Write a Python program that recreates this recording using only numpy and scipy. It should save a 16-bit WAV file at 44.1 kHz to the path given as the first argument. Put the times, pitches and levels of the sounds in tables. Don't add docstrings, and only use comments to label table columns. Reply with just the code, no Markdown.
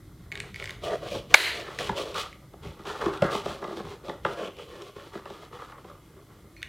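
import sys
import numpy as np
from scipy import signal
from scipy.fft import rfft, irfft
from scipy.io import wavfile
from scipy.ndimage import map_coordinates

SR = 44100
rng = np.random.default_rng(int(sys.argv[2]) if len(sys.argv) > 2 else 0)


def gain_from_db(level_db):
    decades = np.asarray(level_db, float) / 20
    return 10 ** decades


def int16_out(signal):
    q = np.round(np.clip(np.atleast_2d(signal).T, -1, 1) * 32767)
    wavfile.write(sys.argv[1], SR, q.astype(np.int16))


N = 294777

# f/Hz, relative level/dB, time to fall 60 dB/s
PUNCH_MODES = [(1500, -9, .01), (1900, -1, .012), (2200, 0, .016), (2450, -3, .012), (2930, -6, .012),
               (3650, -7, .011), (4150, -10, .007), (4600, -9, .007), (5300, -10, .004), (6300, -10, .004),
               (7400, -10, .003), (8600, -11, .003), (10500, -13, .002), (13000, -16, .002)]
# f/Hz, relative level/dB, time to fall 60 dB/s
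LID_MODES = [(166.4, 2.5, 0.038), (224.8, -2, 0.062), (287, -8, .07), (333.6, -2.5, 0.07),
             (400, 0.5, 0.051), (480, -1.5, 0.041), (562.7, 0.5, 0.046), (688, -1.5, 0.024),
             (752, -2, 0.057), (881.5, 1.5, 0.021), (1000, -0.5, 0.03), (1100, 2.5, 0.02), (1200, 3, 0.024),
             (1400, 0.5, 0.016), (1676, -2, 0.03), (1720, -1.5, 0.012), (1931, -3.5, 0.018),
             (2112, -7, 0.015)]
# f/Hz, relative level/dB, time to fall 60 dB/s
PAPER_MODES = [(2600, 1.5, 0.0051), (3357, 0, 0.0048), (3800, -1, 0.0067), (5500, -4, 0.0033),
               (8000, -6.5, 0.0018), (12000, -18.5, 0.0026)]
# f/Hz, time to fall 60 dB/s
RIM_MODES = [(3050, 0.02), (3400, 0.0072)]
# t/s, peak level/dB, centre f/Hz
LEVER_TICKS = [(0.3172, -23, 2150), (0.3224, -24, 2320), (0.3541, -25, 1910), (0.3745, -27, 2050),
               (0.4015, -22, 2320), (0.5432, -28, 1910), (0.5591, -27, 1860), (0.5985, -26, 2240),
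               (0.624, -25, 1890), (0.6409, -26, 1910), (0.6564, -27, 2220), (0.6744, -26, 1900),
               (0.6933, -25, 1920), (0.7063, -25, 1920), (1.0859, -33, 2150), (1.7878, -19, 2060),
               (2.3276, -36, 2170), (6.565, -41, 2360), (6.6184, -36, 1720), (6.6283, -19, 3520)]
# t/s, peak level/dB, centre f/Hz, fading time of the push/ms, paper crack peak level/dB
LID_KNOCKS = [(1.148, -27.5, 540, 7, -32.5), (1.554, -36, 453, 2.1, -32), (1.798, -33, 504, 2.5, -34),
              (1.892, -16, 584, 3.6, -31), (2.536, -33.5, 454, 2, -50.5), (2.646, -36, 400, 3.5, -54),
              (2.792, -37, 396, 2.33, -55), (2.851, -30, 1210, 8.1, -40), (2.87, -25, 854, 2.4, -33),
              (3.017, -24, 1160, 1.9, -40), (3.059, -14, 379, 2.1, -32), (3.221, -7, 420, 3, -24.5),
              (3.241, -18, 340, 1.7, -37), (3.351, -17.5, 596, 1.8, -26), (3.459, -19, 830, 1.4, -31),
              (3.507, -26, 895, 2.6, -45), (3.623, -25, 835, 2.4, -52), (3.64, -25.5, 885, 3.9, -37.5),
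              (3.677, -30, 318, 1.7, -41), (3.706, -27, 380, 2.6, -53), (3.798, -26.5, 393, 4.5, -42),
              (4.082, -25.5, 450, 2, -35), (4.094, -21.5, 496, 2.4, -33), (4.249, -13, 1100, 1.56, -24),
              (4.261, -20, 1170, 4.8, -32.5), (4.474, -32, 344, 3.7, -33), (4.961, -33.5, 470, 1.7, -54),
              (5.152, -27.5, 358, 3, -40.5), (5.255, -29.5, 1170, 3, -40.5), (5.301, -29.5, 401, 4.2, -41),
              (5.429, -43, 1300, 1.8, -51), (5.619, -33.5, 1260, 2.5, -53), (5.72, -38.5, 1500, 1.7, -48),
              (5.779, -42, 1400, 2.0, -56), (5.843, -33, 500, 5.3, -49.5), (5.898, -37.5, 447, 2.35, -52.5),
              (6.439, -45.5, 370.6, 4, -61)]
# t/s, peak level/dB
PAPER_CRACKLES = [(1.9696, -32), (2.1429, -28.5), (2.633, -43), (2.6723, -41), (2.836, -44.5),
                  (3.1363, -34), (3.1731, -34.5), (3.3084, -43), (3.7664, -44.5), (4.0632, -47.5),
                  (4.3884, -40), (4.567, -44), (4.8194, -37), (5.5296, -50)]
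# start t/s, length/s, then level/dB of hollow boom, panel rasp and paper hiss
HAND_STROKES = [(0.328, .15, -49.5, -47, -61), (0.561, 0.17, -49, -49.5, -52),
                (0.843, .1, -30.5, -38, -42.5), (1.028, .06, -34.5, -41, -49.5),
                (1.12, .05, -31, -42.5, -42), (1.31, .03, -39, -43, -48), (1.546, .07, -37, -43.5, -44.5),
                (1.659, .09, -46, -42, -50.5), (1.798, 0.076, -33, -35.5, -40),
                (1.974, 0.04, -29, -34.5, -38.5), (2.063, .05, -36.5, -42.5, -47),
                (2.161, .05, -38.5, -30, -36), (2.637, 0.067, -47, -46.5, -54), (2.794, .02, -52, -50, -60),
                (2.868, .11, -41.5, -37.5, -48), (3.014, 0.06, -29, -28.5, -45),
                (3.135, 0.017, -40, -36, -51), (3.233, 0.032, -44, -28.5, -45.5),
                (3.314, 0.072, -33, -32, -40), (3.453, 0.092, -38.5, -40.5, -47.5),
                (3.619, .12, -39.5, -42.5, -56.5), (3.769, 0.028, -36, -38.5, -49.5),
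                (3.851, 0.076, -40, -42, -53.5), (4.053, 0.056, -40.5, -46.5, -54),
                (4.261, .06, -35, -47, -48.5), (4.382, 0.08, -34, -40, -47),
                (4.588, 0.042, -41, -48, -53.5), (4.687, 0.19, -46, -49, -55.5),
                (4.961, 0.112, -48.5, -49, -56.5), (5.139, 0.036, -45, -41, -54.5),
                (5.281, 0.17, -50, -47, -56), (5.532, .04, -45, -44, -55),
                (5.6, 0.042, -48.5, -41.5, -54.5), (5.7, 0.017, -52.5, -41.5, -61),
                (5.781, 0.018, -53.5, -51, -64), (5.869, .08, -54.5, -53, -63),
                (6.116, 0.056, -55, -62.5, -81), (6.3, 0.061, -54, -54.5, -68)]
# boom/dB, rasp/dB, hiss/dB
FIDGET_LEVELS = [-60.5, -63, -70.5]
# t/s, boom centre f/Hz, rasp centre f/Hz
HAND_GRIP = [(0.0, 300, 1570), (0.5, 464, 1710), (0.9, 530, 1370), (1.2, 530, 1200), (1.5, 480, 1800),
             (1.95, 495, 1040), (2.25, 502.3, 1200), (2.55, 367.1, 1220), (3.1, 414, 1070),
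             (3.36, 520, 1070), (3.65, 350, 1000), (4.4, 480, 1136), (5.4, 420, 1300), (5.85, 496.5, 1235),
             (6.1, 333, 1150), (6.68, 359.6, 1300)]
# t/s, level over the paper hiss/dB
RIM_SINGING = [(0.0, -24), (0.9, -11), (2.2, -11.5), (2.8, -12), (3.9, -16.5), (4.3, -8.5), (4.43, -2),
               (4.9, -10), (5.2, -12.5), (5.7, -10), (6.68, -15.5)]
# f/Hz, relative level/dB per Hz
PAPER_COLOUR = [(1470, -31), (2500, -8), (2640, -12), (2870, -14), (3330, -4), (3910, -6.5), (5250, -14),
                (5670, -14.5), (6770, -18), (9020, -22.5), (14300, -32.5), (15800, -31)]
# f/Hz, level/dB
SQUEAK_LINES = [(1850, -62), (2380, -52), (4300, -58), (5950, -67)]
# f/Hz, relative level/dB per Hz
SNAP_ECHO_COLOUR = [(180, -52.5), (300, -23.5), (331, -12), (665, -12.5), (799, -20), (991, -8.5),
                    (1090, -17), (2130, -3.5), (2640, -12.5), (2870, -9), (3500, -14), (4130, -6.5),
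                    (5390, -23.5), (11000, -22.5), (15800, -32)]
# f/Hz, time to fall 60 dB/s
ROOM_DECAY = [(250, 0.38), (1000, 0.44), (2500, 0.5), (6000, 0.42), (12000, .33)]
# t/s, level/dB
TABLE_THUMPS = [(1.15, -43), (1.34, -42), (1.8, -42), (1.9, -40), (2.16, -47), (2.659, -40), (2.92, -50),
                (3.07, -40.5), (3.24, -37.5), (3.48, -43.5), (3.86, -42.5), (4.26, -42.5), (5.17, -55),
                (5.529, -49.5)]
# t/s, level/dB
RUMBLE_LEVELS = [(0.0, -50.5), (0.11, -49), (0.8, -46), (1.2, -48), (1.7, -52), (3.7, -53.5), (4.4, -55.5),
                 (6.68, -54)]
# f/Hz, relative level/dB per Hz
ROOM_TONE_COLOUR = [(18, -48.5), (30, -23.5), (41, -14), (66, -16.5), (141, -26.5), (251, -16.5), (318, -7),
                    (424, -22.5), (1890, -31.5), (2100, -23), (2460, -49.5), (4050, -37), (13500, -36.5),
                    (15800, -43.5)]
# f/Hz, relative level/dB per Hz
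SIDE_COLOUR = [(18, -25.5), (30, 2), (318, -12.5), (717, -14.5), (1060, -19), (3200, -19), (5700, -16.5),
               (15800, -17)]

SNAP_START_S, SNAP_RISE_MS, SNAP_FALL_MS = 1.3385, 5.1, 0.83


def snap():
    peak_db = 10.5
    ms = 1000 * (np.arange(N) / SR - SNAP_START_S)
    rise = np.clip(ms / SNAP_RISE_MS, 0, 1) ** 2
    fall = np.exp(-np.clip(ms - SNAP_RISE_MS, 0, 50) / SNAP_FALL_MS)
    force = rise * fall * (ms < 40) * rng.standard_normal(N)
    punch_gains = favour(PUNCH_MODES, np.array([2600]), db_per_octave=1.5)[0]
    punch = rms_one(high_pass(modes_of(force, PUNCH_MODES, punch_gains), 890))
    rim_gains = favour(LID_MODES, np.array([1500]), db_per_octave=12.0)[0]
    rim = rms_one(modes_of(force, LID_MODES, rim_gains))
    sound = punch + gain_from_db(-4) * rim
    return gain_from_db(peak_db) * sound / np.abs(sound).max()


def ticks():
    s, peak_db, centre_hz = np.transpose(LEVER_TICKS)
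    push_ms = 0 * s + 0.6
    strengths = favour(PUNCH_MODES, centre_hz, db_per_octave=0.8)
    return strike(zip(s, peak_db, push_ms), strengths, PUNCH_MODES)


def knocks():
    s, peak_db, centre_hz, push_ms, crack_db = np.transpose(LID_KNOCKS)
    crack_gains = favour(PAPER_MODES, 0 * s + 3500, db_per_octave=3.5)
    cracks = strike(zip(s, crack_db, push_ms), crack_gains, PAPER_MODES)
    lid_gains = favour(LID_MODES, centre_hz, db_per_octave=5.5)
    return strike(zip(s, peak_db, push_ms), lid_gains, LID_MODES) + cracks


def sliding():
    split_hz = 740
    start_s, length_s, *levels = np.transpose(HAND_STROKES)
    boom_hz, rasp_hz = in_time(HAND_GRIP)
    gains = []
    for level_db, rest_db in zip(levels, FIDGET_LEVELS):
        stroke = swells(start_s, length_s, level_db, rise_db_s=650, fall_db_s=250)
        gains.append(np.hypot(gain_from_db(rest_db), stroke))
    boom_gain, rasp_gain, hiss_gain = gains

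    stick_slip = gain_from_db(2.0 * drift(28))
    friction = grains(600, spread_db=4.0, smooth=0.65) * stick_slip
    low_modes = [m for m in LID_MODES if m[0] < split_hz]
    panel_modes = [m for m in LID_MODES if m[0] > split_hz]
    boom = rubbed(friction, low_modes, boom_hz, db_per_octave=10.5, patchy_db=3.5)
    rasp = rubbed(friction, panel_modes, rasp_hz, db_per_octave=5.0, patchy_db=2.5)
    hiss = paper_hiss()
    return boom_gain * high_pass(boom, 210) + rasp_gain * high_pass(rasp, 650) + hiss_gain * hiss


def paper_hiss():
    fibres = grains(3000, spread_db=3.5, smooth=0.7)
    flicker_db = 1.5 * drift(20)
    singing_db = in_time(RIM_SINGING)[0] + 1.5 * drift(8)
    rim = sum(rms_one(ring(fibres, hz, t60)) for hz, t60 in RIM_MODES)
    return (coloured(fibres, PAPER_COLOUR) + gain_from_db(singing_db) * rim) * gain_from_db(flicker_db)


def crackles():
    s, peak_db = np.transpose(PAPER_CRACKLES)
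    push_ms = 0 * s + 3.2
    strengths = favour(PAPER_MODES, 0 * s + 4500, db_per_octave=-1.0)
    return strike(zip(s, peak_db, push_ms), strengths, PAPER_MODES)


def squeak():
    start_s, length_s, attack_s, fall_db_s = 6.563, 0.055, 0.0026, 150
    t = np.arange(N) / SR - start_s
    gate = (t > 0) * (t < length_s)
    shape = gate * np.clip(t / attack_s, 0, 1) * gain_from_db(-fall_db_s * np.clip(t, 0, 1))
    lines = [gain_from_db(db) * rms_one(ring(rng.standard_normal(N), hz, 0.069)) for hz, db in SQUEAK_LINES]
    return shape * sum(lines)


def snap_echo():
    click = np.zeros(N)
    click[round((SNAP_START_S + SNAP_RISE_MS / 1000) * SR)] = 1
    unit_energy = coloured(click, SNAP_ECHO_COLOUR) / np.sqrt(N)
    return gain_from_db(19) * room(unit_energy)


def room(x):
    gap_s = 0.003
    t, echoes = np.arange(SR // 2) / SR, 0
    for low_hz in 125 * 2. ** np.arange(7):
        band = signal.butter(2, [low_hz, 2 * low_hz], "band", fs=SR, output="sos")
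        t60 = at_hz(ROOM_DECAY, np.sqrt(2) * low_hz)
        echoes = echoes + signal.sosfilt(band, rng.standard_normal(len(t))) * gain_from_db(-60 * t / t60)
    unit_energy = echoes / np.sqrt(np.sum(echoes ** 2))
    response = np.append(np.zeros(round(gap_s * SR)), unit_energy)
    return signal.fftconvolve(x, response)[:N]


def rumble():
    s, db = np.transpose(TABLE_THUMPS)
    band = signal.butter(3, [40, 170], "band", fs=SR, output="sos")
    low_noise = rms_one(signal.sosfilt(band, rng.standard_normal(N)))
    steady = gain_from_db(in_time(RUMBLE_LEVELS)[0])
    thumps = swells(s, 0 * s, db, rise_db_s=250, fall_db_s=150)
    return np.hypot(steady, thumps) * low_noise


def room_tone():
    return gain_from_db(-59) * coloured(rng.standard_normal(N), ROOM_TONE_COLOUR)


def side_hiss():
    return gain_from_db(-71) * coloured(rng.standard_normal(N), SIDE_COLOUR)


def strike(events, strength_db, modes):
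    out, t = np.zeros(N + 8192), np.arange(8192) / SR
    for (s, peak_db, push_ms), row in zip(events, strength_db):
        pace = 1000 * t / push_ms
        force = np.clip(8 * pace, 0, 1) * np.exp(-pace) * rng.standard_normal(len(t))
        hit = high_pass(modes_of(force, modes, row), 0.75 * modes[0][0])
        at = round(s * SR)
        out[at:at + len(t)] += gain_from_db(peak_db) * hit / np.abs(hit).max()
    return out[:N]


def favour(modes, centre_hz, db_per_octave):
    octaves = np.log2(np.array(modes)[:, 0] / centre_hz[:, None])
    chance_db = rng.normal(0, 2, octaves.shape)
    return chance_db - db_per_octave * np.abs(octaves)


def modes_of(force, modes, strength_db=0):
    gains = gain_from_db(np.array(modes)[:, 1] + strength_db) * (-1) ** np.arange(len(modes))
    return sum(g * ring(force, hz, t60) for g, (hz, db, t60) in zip(gains, modes))


def ring(force, hz, t60):
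    r, w = gain_from_db(-60 / (t60 * SR)), 2 * np.pi * hz / SR
    return signal.lfilter([0, np.sin(w)], [1, -2 * r * np.cos(w), r * r], force + 1e-18)


def rubbed(friction, modes, centre_hz, db_per_octave, patchy_db):
    gains, rings = [], []
    for k, (hz, db, t60) in enumerate(modes):
        distance = np.abs(np.log2(hz / centre_hz))
        gains.append(gain_from_db(db - db_per_octave * distance + patchy_db * drift(9)))
        rings.append((-1) ** k * rms_one(ring(friction, hz, t60)))
    total = np.sqrt(np.sum(np.square(gains), axis=0))
    return np.sum(np.multiply(gains, rings), axis=0) / total


def grains(per_s, spread_db, smooth):
    sizes = gain_from_db(spread_db * np.minimum(rng.exponential(1, N), 4)) * rng.choice([-1, 1], N)
    clicks = rms_one(sizes * (rng.random(N) < per_s / SR))
    return rms_one(clicks + smooth * rng.standard_normal(N))


def swells(start_s, length_s, level_db, rise_db_s, fall_db_s):
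    t, power = np.arange(0, N + 32, 32) / SR, 0
    for s, hold, db in zip(start_s, length_s, level_db):
        loss_db = rise_db_s * np.maximum(s - t, 0) + fall_db_s * np.maximum(t - s - hold, 0)
        power = power + gain_from_db(db - loss_db) ** 2
    return np.interp(np.arange(N) / SR, t, np.sqrt(power))


def drift(per_s):
    points = rng.standard_normal(int(N / SR * 40) + 2)
    return map_coordinates(points, [np.arange(N) / SR * per_s], order=3)


def coloured(x, spectrum):
    hz = np.maximum(np.arange(len(x) // 2 + 1) * SR / len(x), 1)
    return rms_one(irfft(rfft(x) * gain_from_db(at_hz(spectrum, hz)), len(x)))


def high_pass(x, hz):
    return signal.sosfilt(signal.butter(3, hz, "high", fs=SR, output="sos"), x)


def rms_one(x):
    return x / np.sqrt(np.mean(x ** 2) + 1e-20)


def in_time(rows):
    s, *columns = np.transpose(rows)
    return [np.interp(np.arange(N) / SR, s, c) for c in columns]


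def at_hz(points, hz):
    table_hz, values = np.transpose(points)
    return np.interp(np.log(hz), np.log(table_hz), values)


def scene():
    hits = ticks() + knocks() + crackles()
    rubs = sliding()
    echoes = gain_from_db(-9) * room(hits + 0.5 * rubs) + snap_echo()
    mid = snap() + hits + rubs + squeak() + echoes + rumble() + room_tone()
    side = side_hiss()
    return np.array([mid + side, mid - side])


def roll_off(x):
    return signal.sosfilt(signal.butter(12, 16000, fs=SR, output="sos"), x)


def record(dry):
    limit_db, attack_s, release_db_s = -5.5, 0.006, 122
    peak_db = 20 * np.log10(np.abs(dry).max(axis=0) + 1e-9)
    over_db = np.maximum(peak_db - limit_db, 0)
    ramp = release_db_s * np.arange(N) / SR
    held_db = np.maximum.accumulate(over_db + ramp) - ramp
    r = np.exp(-1 / (attack_s * SR))
    cut_db = signal.lfilter([1 - r], [1, -r], held_db)
    clipped = np.clip(dry * gain_from_db(-cut_db), -1, 1)
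    return roll_off(clipped)


dry = scene()
out = record(dry)
int16_out(out)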